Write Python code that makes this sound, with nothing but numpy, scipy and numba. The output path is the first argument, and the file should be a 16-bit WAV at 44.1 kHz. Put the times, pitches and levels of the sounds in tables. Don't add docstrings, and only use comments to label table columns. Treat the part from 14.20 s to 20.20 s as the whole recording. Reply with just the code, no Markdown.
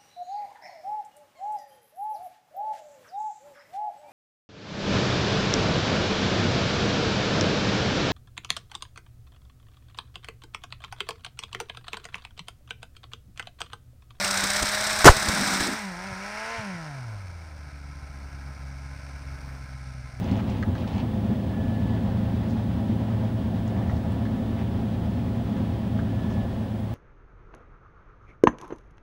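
import sys
import numpy as np
from scipy import signal
from scipy.fft import rfft, irfft
from scipy.io import wavfile
from scipy.ndimage import uniform_filter1d
from numba import njit

SR = 44100
rng = np.random.default_rng(int(sys.argv[2]) if len(sys.argv) > 2 else 0)


def to_wav(s):
    ch = np.atleast_2d(s).T
    pcm = np.round(np.clip(ch, -1, 1) * 32767)
    wavfile.write(sys.argv[1], SR, pcm.astype(np.int16))


N = 264600
TIME = np.arange(N) / SR

# f/Hz, level/dB
SCRUB_SPECTRUM = [(100, -18), (400, -20.5), (700, -3.5), (1100, -3.5), (1550, -1.5), (2250, -2.5),
                  (2900, -15), (3900, -3.5), (4500, -9.5), (5400, -3.5), (6800, -15.5), (8500, -9),
                  (10300, -23), (15000, -25.5)]
# f/Hz, level/dB
RASP_SPECTRUM = [(300, -14), (1800, -2), (3000, -7), (5400, -1), (6800, -4), (8300, 1), (10300, -16),
                 (12500, -16), (15500, -24)]
# t/s, level/dB
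TREAD_KNOCKS = [(.24, -29), (.43, -30.5), (.968, -33), (1.088, -25), (1.408, -32)]
# t/s, f/Hz, time to fade by 60 dB/s, level/dB, push (1) or pull (-1)
PRESSURE_WAVES = [(.845, 50, 0.021, -3, -1), (0.861, 140, 0.091, -3, 1), (0.894, 75, 0.035, 5.5, 1),
                  (0.903, 18, 0.072, -4, -1)]
# f/Hz, level/dB
JET_SPECTRUM = [(60, -36), (400, 10.5), (2000, 3), (3200, -5.5), (5500, -3), (8500, -8),
                (11000, -15.5), (15500, -23)]
# t/s, f/Hz
FIRING_RATE = [(0.0, 196.2), (0.27, 195.7), (0.35, 202.7), (0.97, 213.7), (1.42, 187.8), (1.45, 190.1),
               (1.57, 220.8), (1.74, 172.1), (1.75, 171.7), (1.87, 196.4), (1.95, 184.7), (2.09, 205.6),
               (2.32, 229.8), (2.37, 227.8), (2.56, 171.9), (2.91, 108.7), (3.12, 85.8), (3.31, 76.3),
               (3.51, 70.8), (4.5, 67.7), (4.91, 68.97), (6.0, 62.6)]
# f/Hz, first harmonic level/dB, second harmonic level/dB
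BOOM_LEVELS = [(63.2, -41.5, -41), (68.6, -39, -46.5), (77, -42, -54), (108, -38, -58), (160, -41.5, -50),
               (196, -37, -51), (213, -43.5, -53), (230, -50, -43)]
# f/Hz, level/dB
PIPE_SPECTRUM = [(200, -9), (280, -9), (400, -12), (520, -7), (640, 0), (720, 0), (810, -4), (920, -1),
                 (1030, -2), (1180, -15), (1400, -6), (1650, -5.5), (2250, -8), (3200, -23)]
# f/Hz, level/dB
GAS_SPECTRUM = [(1000, -34), (2000, -53), (2700, 2), (3600, -6.5), (5500, -3), (7000, -12),
                (9500, -23), (12000, -37)]
# f/Hz, level/dB
CLATTER_SPECTRUM = [(150, -11), (400, -16.5), (600, -4), (1000, -5.5), (1150, -12), (1400, 1), (1900, -7),
                    (2300, -4), (3100, -20), (5600, -10), (7200, -26), (9000, -18.5), (11500, -34.5),
                    (15500, -37)]
# f/Hz, width/Hz, level/dB
CASING_RINGS = [(594, 330, -10), (814, 56, -3.5), (1037, 34, 2), (1296, 110, 3.5), (1505, 49, 1),
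                (1637, 72, 2), (2190, 360, -0.5)]
# t/s, level/dB
ENGINE_NEARNESS = [(3.6, -2.5), (5, 0)]
# t/s, level/dB
THROTTLE_THUMPS = [(1.885, -45), (1.925, -39.5), (2.389, -36), (2.55, -39)]
# f/Hz, level/dB
RUMBLE_SPECTRUM = [(25, -17), (45, 0.5), (110, -6.5), (200, -13.5), (400, -21), (1500, -21.5), (5000, -49),
                   (15000, -47.5)]

SPIN_ENDS_S, SPIN_T60_S = 1.437, 0.76
CRACK_S, RIP_S, RIP_ENDS_S = .8445, .855, .8925


def tyre_scrub(firings, spin, level_db=-28, squeal_db=-9):
    slip = noise() * undb(1.4 * wander(900) + 0.92 * wander(50.05))
    slip *= 1 + 0.057 * np.cos(2 * np.pi * firings)
    squeal_hz = 1550 * np.exp(0.077 * wander(26.02))
    squeal = ring_twice(noise(), squeal_hz, 250)
    return undb(level_db) * spin * (colour(slip, SCRUB_SPECTRUM) + undb(squeal_db) * squeal)


def worn_patch(firings, spin, firings_per_turn=12.57, first_touch_s=.047, rasp_s=0.0057, thud_s=0.015):
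    wheel_turns = (firings - np.interp(first_touch_s, TIME, firings)) / firings_per_turn
    last_turn = np.interp(SPIN_ENDS_S + SPIN_T60_S / 2, TIME, wheel_turns)
    patch_times = np.interp(np.arange(0, last_turn), wheel_turns, TIME)
    far_side_times = np.interp(np.arange(.5, last_turn), wheel_turns, TIME)
    rasp = sum(swell(s, rasp_s) for s in patch_times)
    rasp += undb(-5) * sum(swell(s, rasp_s) for s in far_side_times)
    rasp *= spin * undb(-22.5 - 4 * TIME + 1.06 * wander(16.5))
    rasp += sum(undb(db - 3) * swell(s, .003) for s, db in TREAD_KNOCKS)
    thud = undb(-40) * spin * sum(swell(s, thud_s) for s in patch_times)
    thud += sum(undb(db) * swell(s, thud_s) for s, db in TREAD_KNOCKS)
    return rasp * colour(noise(), RASP_SPECTRUM) + thud * ring(noise(), 53, 114)


def blowout(attack_s=0.0012, snap_t60_s=0.0061, slow_hz=370, fast_hz=1550):
    jet = colour(noise(), JET_SPECTRUM)
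    crack = undb(-11) * held(CRACK_S, CRACK_S + 0.0057, attack_s, snap_t60_s)
    rip = undb(-5) * held(RIP_S, RIP_S + 0.021, attack_s, t60_s=0.13)
    blast = swell(.882, width_s=.009)
    flutter_hz = slow_hz + (fast_hz - slow_hz) * blast
    flutter = np.sin(2 * np.pi * np.cumsum(flutter_hz * np.exp(.2 * wander(900))) / SR)
    flutter_gain = undb(-4 + 7 * np.sqrt(blast)) * held(RIP_S, RIP_ENDS_S, attack_s, snap_t60_s)
    bang = (crack + rip) * jet + flutter_gain * flutter
    for s, hz, t60, db, direction in PRESSURE_WAVES:
        age = np.maximum(TIME - s, 0)
        bang += direction * undb(db) * np.sin(2 * np.pi * hz * age) * np.exp(-np.log(1000) * age / t60)
    return bang


def flat_tyre(flat_s=1.174, end_s=1.531, collapse_s=0.25, slaps_per_s=95, octaves_per_s=1.4):
    age = np.clip(TIME, flat_s - collapse_s, end_s) - flat_s
    hollow_hz = 204 * 2 ** (octaves_per_s * age) * np.exp(.13 * wander(45))
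    folds = np.cumsum(slaps_per_s * np.exp(.5 * wander(110))) / SR
    slaps = np.diff(np.floor(folds), prepend=0) * undb(3 * wander(40))
    drumming = ring(ring(slaps, hollow_hz, 110), hollow_hz, 200)
    return undb(-31.5) * held(flat_s, end_s, collapse_s, t60_s=0.16) * drumming


def engine(firings, firing_hz, spin, idle_hz=68, sing_hz=212):
    octaves = np.log2(firing_hz / idle_hz)
    opening = throttle(firing_hz)
    rates, *boom_columns = np.transpose(BOOM_LEVELS)
    first_db, second_db = (np.interp(firing_hz, rates, db) for db in boom_columns)
    singing = np.clip((firing_hz - sing_hz) / (firing_hz.max() - sing_hz), 0, 1)
    pipe_db = -63 + 16.5 * octaves - 0.5 * opening + 2.5 * singing
    shake = swell(1.165, width_s=0.21)
    clatter_db = -52 + 6.8 * octaves + 2.4 * opening + 10.5 * shake
    sound = exhaust(firings, firing_hz, first_db - 5.5 * opening, second_db, pipe_db)
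    sound += pipe_howl(firings, firing_hz, spin)
    sound += gas_rush(firings, pipe_db)
    sound += clatter(firings, clatter_db)
    return undb(curve(ENGINE_NEARNESS)) * sound


def throttle(firing_hz, smooth_s=.18):
    octaves_per_s = uniform_filter1d(np.gradient(np.log2(firing_hz)) * SR, int(smooth_s * SR))
    return np.tanh(octaves_per_s / 1.5)


def exhaust(firings, firing_hz, first_db, second_db, pipe_db):
    idling = np.clip((110 - firing_hz) / 40, 0, 1)
    weakness = np.minimum(rng.exponential(size=2000), 3) - 1
    strength = 1 - (.07 + .26 * idling) * np.interp(firings, np.arange(len(weakness)), weakness)
    angle = 2 * np.pi * firings
    boom = undb(first_db) * np.sin(angle) + undb(second_db) * np.sin(2 * angle)
    pipe = 0
    for multiple in np.arange(2.5, 14, .5):
        tone_hz = multiple * firing_hz
        share = np.minimum(tone_hz / 1100, 1) ** 4 if multiple % 1 else 1
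        tone = np.sin(multiple * angle + rng.uniform(0, 2 * np.pi)) * undb(2 * wander(30))
        pipe += share * gain_at(tone_hz, PIPE_SPECTRUM) * tone
    drone = idling * (undb(-60) * np.sin(3 * angle) + undb(-55) * np.sin(4 * angle))
    burble = undb(-51) * ring_twice(noise(), 105, 60)
    return strength * (np.sqrt(2) * boom + undb(pipe_db) * unit(pipe) + idling * (drone + burble))


def pipe_howl(firings, firing_hz, spin, pipe_hz=625, width_hz=55, deflate_s=0.59):
    inflated = np.exp(-np.maximum(TIME - CRACK_S, 0) / deflate_s)
    in_tune = 1 / np.hypot(1, (3 * firing_hz - pipe_hz) / width_hz)
    gain = spin * inflated * in_tune * undb(-37.5 + 2.5 * wander(60))
    return gain * np.sin(3 * 2 * np.pi * firings + .4 * wander(120))


def gas_rush(firings, pipe_db):
    puffs = noise() * (1 + .5 * np.cos(2 * np.pi * firings))
    return undb(pipe_db - 12.5) * colour(puffs, GAS_SPECTRUM)


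def clatter(firings, level_db):
    grain = undb(1.8 * wander(500))
    ticking = noise() * (1 + 0.076 * np.cos(2 * np.pi * firings)) * grain
    casings = unit(sum(undb(db) * ring_twice(ticking, hz, width) for hz, width, db in CASING_RINGS))
    return undb(level_db) * (undb(2) * colour(ticking, CLATTER_SPECTRUM) + undb(-6) * casings)


def throttle_thumps(width_s=0.017):
    puffs = sum(undb(db) * swell(s, width_s) for s, db in THROTTLE_THUMPS)
    return puffs * ring(ring(noise(), 105, 53), 102, 54)


def outdoor_rumble(level_db=-51.5):
    return undb(level_db + 2.3 * wander(2.914)) * colour(noise(), RUMBLE_SPECTRUM)


def undb(db):
    return 10 ** (np.asarray(db) / 20)


def unit(x):
    return x / np.sqrt(np.mean(x ** 2))


def curve(rows):
    return np.interp(TIME, *np.transpose(rows))


def noise():
    return rng.standard_normal(N)


def wander(rate):
    size = max(int(SR / rate), 1)
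    steps = np.repeat(rng.standard_normal(N // size + 1), size)
    return unit(uniform_filter1d(steps, size)[:N])


def gain_at(hz, spectrum):
    f, db = np.transpose(spectrum)
    return undb(np.interp(np.log(np.maximum(hz, 1)), np.log(f), db))


def colour(x, spectrum):
    hz = np.arange(N // 2 + 1) * SR / N
    return unit(irfft(rfft(x) * gain_at(hz, spectrum), N))


@njit
def band_pass(x, hz, width_hz):
    out, band_state, low_state = np.empty(len(x)), 0., 0.
    for i in range(len(x)):
        tuning, damping = np.tan(np.pi * hz[i] / SR), width_hz / hz[i]
        band = (band_state + tuning * (x[i] - low_state)) / (1 + tuning * (tuning + damping))
        band_state = 2 * band - band_state
        low_state += 2 * tuning * band
        out[i] = damping * band
    return out


def ring(x, hz, width_hz):
    return unit(band_pass(x, hz * np.ones(N), float(width_hz)))


def ring_twice(x, hz, width_hz):
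    return ring(ring(x, hz, width_hz), hz, width_hz)


def swell(s, width_s, rise_share=0.64):
    hump = np.zeros(N)
    near = slice(*np.searchsorted(TIME, [s - 5 * width_s, s + 5 * width_s]))
    age = (TIME[near] - s) / width_s
    hump[near] = np.exp(-np.abs(np.where(age < 0, age / rise_share, age)) ** 1.5)
    return hump


def held(start, end, attack_s, t60_s):
    rise = np.clip(1 + (TIME - start) / attack_s, 0, 1)
    return rise * np.exp(-np.log(1000) * np.maximum(TIME - end, 0) / t60_s)


def scene():
    firing_hz = curve(FIRING_RATE)
    firings = np.cumsum(firing_hz * (1 + .0035 * wander(70))) / SR
    spin = held(0, SPIN_ENDS_S, 1, SPIN_T60_S)
    tyre = tyre_scrub(firings, spin) + worn_patch(firings, spin) + blowout() + flat_tyre()
    return (tyre + engine(firings, firing_hz, spin) + throttle_thumps() + outdoor_rumble())[None]


def record(dry):
    clipped = dry / (1 + np.abs(dry / .95) ** 6) ** (1 / 6)
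    return signal.sosfilt(signal.ellip(8, .2, 70, 15400, fs=SR, output="sos"), clipped)


dry = scene()
out = record(dry)
to_wav(out)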